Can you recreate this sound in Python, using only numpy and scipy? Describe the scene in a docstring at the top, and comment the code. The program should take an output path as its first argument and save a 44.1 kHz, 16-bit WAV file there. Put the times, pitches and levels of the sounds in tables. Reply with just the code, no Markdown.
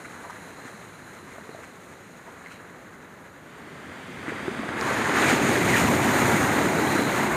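"""Surf on a sandy beach, a few metres from the waterline. A spent wave fizzes and laps round wading feet,
drains back over the sand, and the next wave curls, plops and breaks into a roar of bubbles and spray.
The water is ringing bubbles over coloured noise, plops are decaying tones, slaps are showers of clicks.
Draining water is noise with a short inverted echo; far surf, a light wind and the hiss of the small
microphone are coloured noise. The microphone port colours the treble."""
import sys
import numpy as np
from scipy import signal
from scipy.fft import rfft, irfft, next_fast_len
from scipy.io import wavfile

SR = 44100
rng = np.random.default_rng(int(sys.argv[2]) if len(sys.argv) > 2 else 0)


def dump_mix(stems):
    """Bounce the given channels to the path in sys.argv[1] as a 16-bit WAV at rate SR."""
    frames = np.atleast_2d(stems).T  # one column per channel
    limited = np.clip(frames, -1, 1)  # hard clip at full scale
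    pcm = np.round(limited * 32767).astype(np.int16)
    wavfile.write(sys.argv[1], SR, pcm)


N = 324569
TIME = np.arange(N) / SR
BREAK_S = 5.216  # the new wave breaks

# how much of the lift from a collapsing crest each part takes: part -> share of the dB
COLLAPSE_SHARE = {"churn": 0.55, "fizz": .9, "boom": 0.62}


def from_db(db):
    """Decibels to gain."""
    return 10 ** (np.asarray(db) / 20)


def rms_one(x):
    """Scale to unit rms."""
    return x / np.sqrt(np.mean(x ** 2) + 1e-20)


def noise():
    """White noise for the whole scene."""
    return rng.standard_normal(N)


def filtered(x, order, hz, kind="low"):
    """Pass x through a Butterworth filter."""
    return signal.sosfilt(signal.butter(order, hz, kind, fs=SR, output="sos"), x)


def coloured(x, spectrum):
    """Shape x by a spectrum drawn over log frequency; rms 1."""
    hz, db = np.transpose(spectrum)
    size = next_fast_len(N)
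    bins = np.maximum(np.fft.rfftfreq(size, 1 / SR), 1)
    gain = from_db(np.interp(np.log(bins), np.log(hz), db, left=-90, right=-90))
    return rms_one(irfft(rfft(x, size) * gain, size)[:N])


def drift(rate):
    """Smooth random wander that changes about rate times a second; spread 1."""
    step = 40  # samples between points of the slow curve
    r = np.exp(-2 * np.pi * rate * step / SR)
    settle = 2000  # points dropped while the filter settles
    kicks = rng.standard_normal(N // step + 2 + settle)
    slow = signal.lfilter([1], [1, -2 * r, r * r], kicks)[settle:]
    return np.interp(np.arange(N) / step, np.arange(len(slow)), rms_one(slow))


def bump(s, length):
    """A smooth rise and fall of height 1 around time s."""
    return np.exp(-np.minimum(((TIME - s) / length) ** 2, 50))


def add(out, s, sound):
    """Mix a short sound in at time s."""
    at = max(int(s * SR), 0)
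    out[at:at + len(sound)] += sound[:max(N - at, 0)]


def hiss_at(hz, width_hz):
    """A noisy resonance around a pitch that may move; rms 1."""
    low = filtered(rng.standard_normal((2, N)), 2, width_hz / 2)
    phase = 2 * np.pi * np.cumsum(hz * np.ones(N)) / SR
    return rms_one(low[0] * np.cos(phase) + low[1] * np.sin(phase))


def new_wave(part):
    """Gain of one part of the breaking wave: it builds, holds, then changes at its own rate."""
    # (full after the break [s], full level [dB], rise [dB/s], hold [s], fall [dB/s]); negative falls grow
    envelopes = {"rumble": (0.28, -24.5, 14, 1.1, 4.3), "boom": (0.62, -32, 10.5, 0.5, 12),
                 "tumble": (.25, -32, 22, 0.5, -.5), "splash": (.0, -34.5, 26, 0.5, 3),
                 "fizz": (.0, -41, 24, 1.2, 4.5), "foam": (-0.5, -55.5, 12, 4, .5),
                 "backwash": (-0.77, -43, 13.5, 0.7, 70)}
    # when each part of the new wave is first heard: part -> time [s]
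    entries = {"rumble": 3.25, "boom": 3.55, "tumble": 3.55, "splash": 4.7, "fizz": 4.7, "foam": 4.7,
               "backwash": 3.35}
    delay_s, full_db, rise, hold_s, fall = envelopes[part]
    t = TIME - BREAK_S - delay_s
    fade_in = np.clip((TIME - entries[part]) / 0.14, 0, 1)
    level_db = full_db - rise * np.maximum(-t, 0) - fall * np.maximum(t - hold_s, 0)
    return fade_in * from_db(level_db)


def spent_wave(part):
    """Gain of one part of the wave that has already run up the beach and is dying away."""
    # part -> (level at the start [dB], fall [dB/s])
    decays = {"rumble": (-51.5, 2.7), "boom": (-54.5, 1.7), "tumble": (-55, 6), "splash": (-56, 1.67),
              "fizz": (-57, 2.6), "foam": (-62, 3.9)}
    start_db, fall = decays[part]
    return from_db(start_db - fall * TIME)


def both_waves(part):
    """Gain of one part as the spent wave fades and the new one takes over."""
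    return np.hypot(spent_wave(part), new_wave(part))


def collapse_db():
    """Lift in dB as one stretch of the crest after another falls and throws up spray."""
    # (time [s], lift [dB], length [s])
    collapses = [(4.875, 4.5, 0.12), (5.17, 2, 0.058), (5.294, 4, 0.088), (5.77, 3, 0.16), (6.253, 2, 0.21),
                 (7.19, 3, .07)]
    return sum(db * bump(s, length) for s, db, length in collapses)


def bubbles(low_hz, high_hz, per_s, cycles, size_db, clump_db, count=16):
    """Bubbles of many pitches and strengths are born in clumps; each rings for a few cycles."""
    out = np.zeros(N)
    for hz in np.geomspace(low_hz, high_hz, count):
        birth_chance = per_s / count / SR * from_db(clump_db * drift(8))
        born = np.flatnonzero(rng.random(N) < birth_chance)
        strength_db = size_db * np.minimum(rng.exponential(1, len(born)), 4)
        kicks = np.zeros(N)
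        kicks[born] = from_db(strength_db) * rng.choice([-1, 1], len(born))
        # a two-pole resonator that falls 60 dB in the given cycles
        r = np.exp(-np.log(1000) * hz / (cycles * SR))
        w = 2 * np.pi * hz / SR
        ringing = signal.lfilter([1, 0, -1], [1, -2 * r * np.cos(w), r * r], kicks + 1e-18)
        out += np.sqrt(hz) * rms_one(ringing)
    return rms_one(out)


def water(near, spectrum, far_db, surge_db, surge_rate):
    """Near bubbles mix with the smooth wash of countless far ones; the whole surges unevenly."""
    far = coloured(noise(), spectrum)
    mix = coloured(near, spectrum) + from_db(far_db) * far
    return rms_one(mix * from_db(surge_db * drift(surge_rate)))


def rumble():
    """Clouds of air in the water ring low together."""
    # (frequency [Hz], level per Hz [dB])
    rumble_spectrum = [(30, -48), (60, -18), (85, -16.5), (120, -5), (180, -1.5), (250, 1.5), (370, -1),
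                       (480, -7), (700, -8), (1500, -46)]
    clouds = bubbles(85.0, 544, per_s=400, cycles=12.2, size_db=2.0, clump_db=1.5, count=10)
    return both_waves("rumble") * water(clouds, rumble_spectrum, far_db=-0.5, surge_db=-0.63, surge_rate=17.0)


def churn():
    """Middle-sized bubbles gurgle as the water churns, harder as the crest collapses."""
    # (frequency [Hz], level per Hz [dB])
    churn_spectrum = [(150, -7), (350, 1), (550, -0.5), (850, -0.5), (1200, 1.5), (1600, 2), (2050, -1),
                      (2400, -11.5), (2900, -15), (5000, -34)]
    # how hard the water churns: (time [s], level [dB])
    churning = [(0, -44.5), (.3, -43), (.95, -48), (1.35, -47), (2.05, -49), (2.7, -47.5), (3.25, -49.5),
                (3.8, -44.5), (4.17, -43.5), (4.3, -38.5), (4.7, -35), (4.88, -29), (5.25, -25), (5.6, -29),
                (6.25, -26), (7.36, -28.5)]
    level_db = np.interp(TIME, *np.transpose(churning)) + COLLAPSE_SHARE["churn"] * collapse_db()
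    gurgle = bubbles(394.4, 2540, per_s=1000, cycles=21, size_db=2.5, clump_db=2.5)
    return from_db(level_db) * water(gurgle, churn_spectrum, far_db=3.5, surge_db=0.62, surge_rate=2.7)


def splash():
    """Drops splash as short high rings, with the full lift of each collapse."""
    # (frequency [Hz], level per Hz [dB])
    splash_spectrum = [(1200, -37), (1900, 0.5), (2300, 0.5), (2700, -4), (3300, -8.5), (4200, -11),
                       (5200, -16), (6500, -20), (12000, -64)]
    drops = bubbles(1920, 5820, per_s=2200, cycles=18, size_db=1.0, clump_db=3, count=12)
    level = both_waves("splash") * from_db(collapse_db())
    return level * water(drops, splash_spectrum, far_db=0.0, surge_db=0.4, surge_rate=30)


def fizz(coarse_hz=10200, fine_s=0.5):
    """Foam fizzes; old foam lacks the finest bubbles, which build up after the break."""
    # (frequency [Hz], level per Hz [dB])
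    fizz_spectrum = [(3000, -19), (5000, -10), (6300, 1), (7200, 1), (7900, -4), (9000, 0), (10300, -4.5),
                     (11700, -5), (13500, -4), (15600, -10.5)]
    foam = bubbles(5500, 14600, per_s=4500, cycles=13.0, size_db=0.5, clump_db=3, count=10)
    fresh = water(foam, fizz_spectrum, far_db=1.0, surge_db=0.46, surge_rate=28)
    old = filtered(fresh, 1, coarse_hz)
    fine = np.clip((TIME - BREAK_S) / fine_s, 0, 1)
    level = both_waves("fizz") * from_db(COLLAPSE_SHARE["fizz"] * collapse_db())
    return level * (fine * fresh + (1 - fine) * old)


def surf():
    """Air clouds rumble under churn, splash and fizz, which waver together."""
    return rumble() + (churn() + splash() + fizz()) * from_db(0.79 * drift(14.4))


def boom():
    """Falling water booms: deep noise that swells with each collapse."""
    # (frequency [Hz], level per Hz [dB])
    boom_spectrum = [(25, -40), (50, -17), (80, -0.5), (120, 3), (170, 1), (260, -3.5), (600, -59)]
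    level = both_waves("boom") * from_db(COLLAPSE_SHARE["boom"] * collapse_db())
    return level * coloured(noise(), boom_spectrum)


def tumble():
    """Whitewater tumbles behind the falling water: big bubbles in a strong wash."""
    # (frequency [Hz], level per Hz [dB])
    whitewater_spectrum = [(350, -38), (520, -15), (630, 0), (900, 3.5), (1100, -2.5), (1500, -23.5),
                           (2200, -2), (4000, -50)]
    big_bubbles = bubbles(544, 1600, per_s=700, cycles=23, size_db=4.5, clump_db=2, count=10)
    return both_waves("tumble") * water(big_bubbles, whitewater_spectrum, far_db=8.0, surge_db=2.0, surge_rate=19)


def foam_rings(flicker_db=1.4):
    """The sheet of foam rings in two narrow flickering bands, and the low one flares."""
    # pitches at which the foam sheet rings, low then high: (pitch [Hz], width [Hz], level [dB])
    rings = [(4045, 350, -2.5), (10380, 1100, -2.5)]
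    # flares of the low ring: (time [s], level [dB], length [s])
    flare_events = [(0.624, -62, 0.067), (1.537, -61, .025), (2.533, -63, 0.046), (6.97, -44, 0.13)]
    low, high = [from_db(db) * hiss_at(hz, width_hz) for hz, width_hz, db in rings]
    flares = sum(from_db(db) * bump(s, length) for s, db, length in flare_events)
    ringing = both_waves("foam") * (low + high) + flares * low
    return ringing * from_db(flicker_db * drift(22))


def jet(width_hz=230, sag_hz_per_s=2400):
    """Each jet of the plunging lip strikes the water with a narrow hiss that falls in pitch."""
    # (time [s], level [dB], length [s], pitch [Hz])
    jets = [(5.28, -33, 0.062, 2300), (5.615, -25, 0.01, 2093), (5.692, -31, 0.038, 2190),
            (5.747, -23, 0.023, 1890)]
    out = np.zeros(N)
    for s, db, length, hz in jets:
        falling_hz = hz - sag_hz_per_s * (TIME - s)
        out += from_db(db) * bump(s, length) * hiss_at(falling_hz, width_hz)
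    return out


def backwash(echo_share=0.29, lag_at_break_ms=0.695, slide_ms_per_s=0.043):
    """Hiss of draining water, combed by a short inverted echo whose lag slowly shortens."""
    # (frequency [Hz], level per Hz [dB])
    sand_spectrum = [(600, -34), (1100, -14), (1500, 0.5), (2050, 3.5), (2500, 3), (3400, -6),
                     (5000, -13.5), (6500, -17.5), (10000, -18), (12000, -25), (16000, -35)]
    lag_ms = lag_at_break_ms + slide_ms_per_s * (BREAK_S - TIME)
    hiss = coloured(noise(), sand_spectrum)
    echo = np.interp(TIME - lag_ms / 1000, TIME, hiss)
    return new_wave("backwash") * rms_one(hiss - echo_share * echo)


def plops(rise=0.086, snap_db=-1, snap_hz=2000):
    """A cavity snaps shut with a dull click and rings, rising as it nears the surface; a drop only ticks."""
    # pockets of air closing in the water: (time [s], level [dB], pitch [Hz])
    pockets = [(.652, -31, 256), (1.383, -32, 640), (1.492, -31, 436), (1.548, -31.5, 640),
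               (1.590, -35, 620), (1.632, -38, 1900), (2.461, -30, 2040), (2.470, -34, 1900),
               (2.515, -36, 1380), (4.281, -22, 308), (4.320, -24.5, 435), (4.429, -26, 250),
               (4.481, -16, 370), (4.594, -21, 247), (4.634, -24, 660), (5.757, -28, 228),
               (5.848, -15, 253)]
    # single drops tick on the water: (time [s], level [dB], pitch [Hz])
    ticks = [(4.69, -15.5, 1300), (4.812, -19, 4950)]
    # 60 dB decay: 51 ms for a pocket of 250 Hz, less for smaller, higher ones
    events = [(s, db, hz, 0.051 * (250 / hz) ** 0.47) for s, db, hz in pockets]
    events += [(s, db, hz, 0.0028) for s, db, hz in ticks]
    out = np.zeros(N)
    for s, db, hz, t60 in events:
        t = TIME[:int(1.5 * t60 * SR)]
        decay = np.exp(-np.log(1000) * t / t60)
        tone = np.sin(2 * np.pi * hz * t * (1 + rise * t / t60)) * decay
        snap = filtered(signal.unit_impulse(len(t)), 6, snap_hz)
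        add(out, s, from_db(db) * (tone + from_db(snap_db) * snap / snap.max()))
    # small cavities radiate no deep bass
    return filtered(out, 2, 100, "high")


def slaps(attack_s=0.007, drops_per_s=1800, spray_cut_hz=8900):
    """A sheet of water falls back as a short shower of drops, with a little fine spray."""
    # (time [s], level [dB], length [s], centre [Hz], fine spray relative to the shower [dB])
    sheets = [(0.043, -38, 0.021, 1890, -16), (0.239, -36.5, 0.03, 900, -24.5),
              (0.295, -33.5, 0.015, 1220, -15), (0.654, -42, 0.036, 1590, -11),
              (1.299, -44, 0.033, 1820, -14), (1.55, -45, 0.023, 900, -13), (1.624, -45, 0.031, 2130, -10),
              (2.273, -40, 0.022, 900, -25), (2.463, -42.5, 0.023, 1890, -15),
              (2.502, -49.5, 0.064, 2380, -6), (4.283, -30, 0.03, 1820, -22),
              (4.375, -38, 0.037, 1700, -27), (5.265, -29.5, 0.087, 2090, -9),
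              (5.757, -25.5, 0.033, 2420, -8), (5.872, -27, 0.069, 900, -20), (6.243, -33, 0.11, 820, -22)]
    out = np.zeros(N)
    for s, db, length, hz, spray_db in sheets:
        t = TIME[:int(4 * length * SR)]
        drops = rng.standard_normal(len(t)) * (rng.random(len(t)) < drops_per_s / SR)
        shower = filtered(drops, 3, [hz * 0.68, hz * 1.26], "band")
        spray = filtered(drops, 2, spray_cut_hz)
        swell = (1 - np.exp(-t / attack_s)) * np.exp(-(t / length) ** 2)
        add(out, s, from_db(db) * swell * (rms_one(shower) + from_db(spray_db) * rms_one(spray)))
    return out


def wind(breeze_db=-69):
    """A breeze and a few gusts buffet the microphone in soft lumps."""
    # (frequency [Hz], level per Hz [dB])
    buffet_spectrum = [(12, -28), (25, -17), (45, 3), (70, 1), (120, 4), (400, -40), (1500, -80)]
    # (time [s], level [dB], length [s])
    gusts = [(5.33, -48, .14), (6.25, -52, .2), (6.743, -54, 0.15), (7.34, -44, .1)]
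    strength = from_db(breeze_db) + sum(from_db(db) * bump(s, length) for s, db, length in gusts)
    lumps = from_db(0.8 * drift(5.6))
    return strength * rms_one(coloured(noise(), buffet_spectrum) * lumps)


def shore():
    """Waves far along the beach blend into a steady low wash, over the microphone's own thin, steady hiss."""
    # (frequency [Hz], level per Hz [dB])
    shore_spectrum = [(20, -32), (45, -16), (90, -4.5), (125, -7.5), (165, 1.5), (230, -1.5), (310, -3),
                      (470, -3), (750, -13), (1600, -16.5), (3000, -39), (5200, -65), (11000, -35),
                      (13200, -34), (15600, -40)]
    return from_db(-50.5) * coloured(noise(), shore_spectrum)


def scene():
    """The sea, the wind and the microphone's hiss, in one channel."""
    breaking = surf() + boom() + tumble() + foam_rings() + jet()
    details = backwash() + plops() + slaps()
    return (breaking + details + wind() + shore())[None]


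def record(dry):
    """The microphone port rings at a few treble pitches; the top is cut."""
    # resonances of the port: (pitch [Hz], width [Hz], boost [dB])
    port = [(3920, 760, 3.5), (6790, 670, 7), (8440, 480, 6), (12800, 1200, 1.5)]
    for hz, width_hz, db in port:
        ring = signal.lfilter(*signal.iirpeak(hz, hz / width_hz, fs=SR), dry)
        dry = dry + (from_db(db) - 1) * ring
    # steep low-pass at 15.7 kHz
    return signal.sosfilt(signal.ellip(12, 0.1, 80, 15700, fs=SR, output="sos"), dry)


dry = scene()
out = record(dry)
dump_mix(out)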